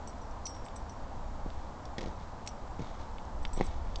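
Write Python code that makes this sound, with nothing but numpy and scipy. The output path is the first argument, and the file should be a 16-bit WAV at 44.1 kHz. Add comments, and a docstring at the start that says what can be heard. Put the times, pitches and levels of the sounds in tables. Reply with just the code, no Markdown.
"""A paved driveway, where a small dog is led towards a microphone near the ground.
Distant traffic murmurs throughout, and light wind rumbles on the microphone. The metal tag and ring
on the collar clink and the clasp of the lead ticks: each impact excites modes that then decay.
Soft shoes scuff by friction and pat on the gritty paving; walls and parked cars return faint echoes."""
import sys
import numpy as np
from scipy import signal
from scipy.fft import rfft, irfft
from scipy.io import wavfile

SR = 44100
rng = np.random.default_rng(int(sys.argv[2]) if len(sys.argv) > 2 else 0)


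def output_pcm(signal):
    """Save a mono or channel-first signal as 16-bit PCM at the path in sys.argv[1].

    Samples are clipped to [-1, 1] before scaling.
    """
    pcm = np.clip(np.atleast_2d(signal).T, -1, 1) * 32767
    wavfile.write(sys.argv[1], SR, np.round(pcm).astype(np.int16))


N = 176400
T = np.arange(N) / SR

# Gusts on the microphone. Each row: time in seconds, level in dB.
WIND_LEVELS = [(0, -44), (.9, -47.5), (1.15, -39.5), (1.5, -38), (1.9, -45.5), (2.07, -37.5), (2.2, -46),
               (2.6, -44.5), (2.9, -41), (3.27, -41), (3.42, -33), (3.65, -36.5), (3.85, -31.5), (4, -31)]
# Wind rumble. Each row: frequency in Hz, relative spectral level in dB.
WIND_SPECTRUM = [(10, -5), (22, -1), (40, -11.5), (70, -12.5), (110, -34.5), (200, -36), (500, -53),
                 (2000, -83)]
# Distant traffic and air. Each row: frequency in Hz, relative spectral level in dB.
TRAFFIC_SPECTRUM = [(25, 0.5), (65, 9), (100, 5), (125, -2), (160, -4.5), (210, -1.5), (270, -4),
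                    (400, -10), (500, -6), (650, -4), (900, -2), (1200, -9.5), (1700, -18.5), (2600, -27.5),
                    (4000, -27.5), (6300, -30.5), (7600, -32.5), (8500, -47)]
# Tag and ring collide. Each row: start in seconds, levels of tag, ring and contact tick in dB,
# fraction of the tag's free decay time.
COLLAR_KNOCKS = [(0.074, -48, -51.5, -52, 0.53), (0.095, -58, -68, -68, .8), (0.179, -67, -73, -70, 1),
                 (0.2162, -59, -70, -65, 0.9), (0.3104, -60, -80, -65, 0.6), (.4554, -36.5, -57, -52, 1),
                 (.4665, -51, -55, -35, .6), (.492, -68, -56, -66, .6), (0.5496, -55, -72, -52, 0.9),
                 (.561, -72, -67, -58, 0.86), (.644, -63, -68, -64, .7), (0.652, -68, -55.5, -50, 0.8),
                 (0.7577, -63, -51, -58, .7), (0.763, -53.5, -60, -45.5, 0.75),
                 (0.8948, -49.5, -66, -51, 0.55), (0.92, -63, -69, -65, .6), (1.835, -69, -80, -68, 1),
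                 (2.463, -61, -60, -45, 0.5), (2.4744, -42.5, -57, -29.5, 0.57),
                 (2.489, -51, -74, -45, 0.6), (3.427, -63, -60, -62, .6), (3.475, -60, -92, -64.5, .9),
                 (3.532, -54, -46, -45.5, 1), (3.558, -61, -53.5, -66, .6), (3.571, -51, -61, -69, .5),
                 (3.6385, -67, -55, -70, .6), (3.655, -80, -54, -68, .6), (3.984, -64, -65, -66, .6)]
# Modes of tag and ring. Each row: frequency in Hz, level in dB, time to fall 60 dB (T60) in seconds.
TAG_MODES = [(4423, -12, .1), (5233, -28, .45), (5488, -12, .15), (5588, -13.5, .5), (5640, -10, .1),
             (5740, -9, .07), (5818, -12, .1), (5847, -1, .145), (6204, -21, .15)]
RING_MODES = [(7602, 0, .09), (7680, -8, .05), (7960, -1, .08), (8043, -2, .075), (8270, -10, .05),
              (8398, -6, .07)]
# Metal touching metal. Each row: frequency in Hz, relative spectral level in dB.
TICK_SPECTRUM = [(1000, -25.5), (2200, -2.5), (3600, -3), (4400, -1.5), (5600, 4.5), (6900, -4),
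                 (8200, -9.5), (11000, -19.5)]
# The clasp snaps taut. Each row: start in seconds, level in dB, centre of emphasis in Hz.
CLASP_SNAPS = [(.13, -52, 3000), (.545, -53, 3600), (0.566, -53, 3200), (0.664, -45.5, 2200),
               (0.685, -48, 3578), (1.503, -45.5, 3700), (1.854, -40.5, 5800), (3.1839, -42.5, 2700),
               (3.2512, -51, 6070), (3.4516, -27.5, 3180), (3.666, -42, 6260), (3.9584, -32, 4500)]
# Modes of the clasp. Each row: frequency in Hz, level in dB, T60 in seconds.
CLASP_MODES = [(2310, 2, 0.0061), (2770, -3, .01), (3090, -2.5, 0.0099), (3460, -3.5, 0.014),
               (4720, -7, 0.022), (5540, -12.5, 0.032), (6250, -4.5, 0.012), (7100, -17, 0.0087)]
# Soles drag and trousers brush. Each row: start in seconds, length in seconds, peak level in dB.
SCUFF_STROKES = [(1.453, 0.36, -62.5), (1.99, 0.24, -58.5), (2.187, 0.073, -57), (2.764, 0.3, -54.5),
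                 (2.984, 0.13, -58), (3.543, 0.26, -49.5), (3.695, 0.84, -63.5)]
# Grit crushed underfoot. Each row: frequency in Hz, relative spectral level in dB.
GRIT_SPECTRUM = [(300, 13.5), (1200, -3.5), (2200, 5.5), (2800, -2), (3500, 5), (4800, -3), (6500, -3),
                 (8500, -26.5)]
# Shoes land. Each row: start in seconds, thud level in dB, grit level in dB, thud cutoff in Hz.
SHOE_CONTACTS = [(1.4616, -23.5, -58, 280), (1.9821, -25.5, -31.5, 780), (1.991, -29, -42, 900),
                 (2.0087, -37.5, -38.5, 700), (2.014, -30.5, -38.5, 697), (2.029, -30, -41, 500),
                 (2.039, -26, -41, 320), (2.059, -24, -42, 320), (2.073, -27, -46.5, 504),
                 (2.082, -25.5, -47, 330), (2.7937, -25.5, -45, 420), (2.804, -17.5, -53, 148),
                 (2.811, -24, -60, 138), (2.82, -25, -49, 200), (3.5757, -22, -51, 344),
                 (3.6, -21.5, -51, 600), (3.6099, -13.5, -36.5, 1520), (3.615, -26.5, -44, 1500)]
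# Heavily damped modes of the sole. Each row: frequency in Hz, level in dB, T60 in seconds.
SOLE_MODES = [(150, -16, 0.037), (192, -10.5, 0.061), (252.5, -7.5, 0.03), (356, -9, 0.023),
              (500, -5, 0.032), (778, -3, 0.0089), (2043, -2, 0.0099)]
# Echoes from walls and parked cars. Each row: delay in seconds, level in dB.
REFLECTIONS = [(.0027, -12), (.017, -22), (.041, -28)]


def from_db(db):
    """Amplitude grows tenfold for every 20 dB."""
    return 10 ** (np.asarray(db) / 20)


def coloured(x, spectrum):
    """Filtering multiplies a signal's spectrum by a gain curve; the result has unit rms."""
    hz, db = np.transpose(spectrum)
    bin_hz = np.maximum(np.arange(N // 2 + 1) * SR / N, 1)
    gain = from_db(np.interp(np.log(bin_hz), np.log(hz), db))
    shaped = irfft(rfft(x) * gain, N)
    return shaped / np.std(shaped)


def noise(spectrum):
    """Filtered white noise takes on the spectrum of the filter."""
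    return coloured(rng.standard_normal(N), spectrum)


def rise(rise_s):
    """A finite contact time softens the onset of an impact."""
    return 1 - np.exp(-T[:SR // 2] / rise_s)


def decay(t60):
    """Damping lowers the amplitude exponentially, by 60 dB in t60 seconds."""
    return np.exp(-np.log(1000) * T[:SR // 2] / t60)


def struck(modes, spread_db=1.2):
    """Modal superposition: damped sines add, weighted anew as each blow lands on another spot."""
    weighted = [(hz, db + spread_db * rng.standard_normal(), t60) for hz, db, t60 in modes]
    return sum(from_db(db) * decay(t60) * np.sin(2 * np.pi * hz * T[:SR // 2])
               for hz, db, t60 in weighted)


def burst(source, t60):
    """A broadband transient is a random stretch of noise under a fast decay."""
    start = rng.integers(N - SR)
    return source[start:start + SR // 2] * decay(t60)


def add(out, start_s, sound):
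    """Sound pressures add linearly: mix one sound in at its start time."""
    i = int(np.clip(start_s * SR, 0, N - 1))
    out[i:i + len(sound)] += sound[:N - i]


def wind():
    """Turbulent pressure on the microphone is low-frequency noise that swells with the gusts."""
    level_db = np.interp(T, *np.transpose(WIND_LEVELS))
    return from_db(level_db) * noise(WIND_SPECTRUM)


def traffic(level_db=-44):
    """Many distant sources add incoherently into steady noise."""
    return from_db(level_db) * noise(TRAFFIC_SPECTRUM)


def collar():
    """Each impact ticks and excites the modes of tag and ring; fur adds damping to the tag."""
    out, tick_noise = np.zeros(N), noise(TICK_SPECTRUM)
    for start, tag_db, ring_db, tick_db, decay_fraction in COLLAR_KNOCKS:
        damped = [(hz, db, t60 * decay_fraction) for hz, db, t60 in TAG_MODES]
        tag = from_db(tag_db) * rise(0.00022) * struck(damped)  # hit sharply
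        ring = from_db(ring_db) * rise(0.0015) * struck(RING_MODES)  # slides into contact
        tick = from_db(tick_db) * rise(0.0002) * burst(tick_noise, t60=0.017)
        add(out, start, tag + ring + tick)
    return out


def clasp(spread_octaves=0.51, crack_db=-7):
    """Sudden tension excites modes damped by the lead; each snap favours those near its own pitch."""
    out = np.zeros(N)
    for start, db, centre_hz in CLASP_SNAPS:
        modes = [(hz, level - 6 * (np.log2(hz / centre_hz) / spread_octaves) ** 2, t60)
                 for hz, level, t60 in CLASP_MODES]
        crack_noise = noise([(700, -24.5)] + [(hz, level) for hz, level, _ in modes] + [(10000, -40)])
        snap = rise(0.00006) * struck(modes)
        crack = from_db(crack_db) * burst(crack_noise, t60=0.015)
        add(out, start, from_db(db) * (snap + crack))
    return out


def scuffs(grains_per_s=900, grain_share=0.75, attack_share=0.2):
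    """Sliding friction makes random tiny impacts and hiss, which swell quickly and fade."""
    impulses = (rng.random(N) < grains_per_s / SR) * rng.standard_normal(N)
    grains = np.sqrt(grain_share) * coloured(impulses, GRIT_SPECTRUM)
    hiss = np.sqrt(1 - grain_share) * noise(GRIT_SPECTRUM)
    envelope = sum(from_db(db) * np.interp(T - start, [0, attack_share * length, length], [0, 1, 0])
                   for start, length, db in SCUFF_STROKES)
    return (grains + hiss) * envelope


def footfalls(low_cut_hz=180):
    """A cushioned impact acts as a low-pass filter on the sole's modes; grit crunches beneath it."""
    out, grit = np.zeros(N), noise(GRIT_SPECTRUM)
    low_cut = signal.butter(1, low_cut_hz, "high", fs=SR, output="sos")
    for start, thud_db, grit_db, cutoff_hz in SHOE_CONTACTS:
        cushion = signal.butter(2, cutoff_hz, fs=SR, output="sos")
        thud = signal.sosfilt(np.vstack([low_cut, cushion]), struck(SOLE_MODES))
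        crunch = burst(grit, t60=0.027)
        add(out, start, from_db(thud_db) * thud + from_db(grit_db) * crunch)
    return out


def driveway(direct):
    """Reflection adds delayed, weaker copies to the direct sound."""
    echoes = sum(from_db(db) * np.interp(T - delay, T, direct, left=0) for delay, db in REFLECTIONS)
    return direct + echoes


def scene():
    """Superposition in one channel: wind, traffic, and dog and walker with their echoes."""
    background = wind() + traffic()
    dog_and_walker = collar() + clasp() + footfalls() + scuffs()
    return (background + driveway(dog_and_walker))[None]


def record(dry):
    """Band limiting: the recorder's steep low-pass filter removes the highest treble."""
    cutoff_hz = 8500
    return signal.sosfilt(signal.ellip(10, 0.2, 80, cutoff_hz, fs=SR, output="sos"), dry)


dry = scene()
out = record(dry)
output_pcm(out)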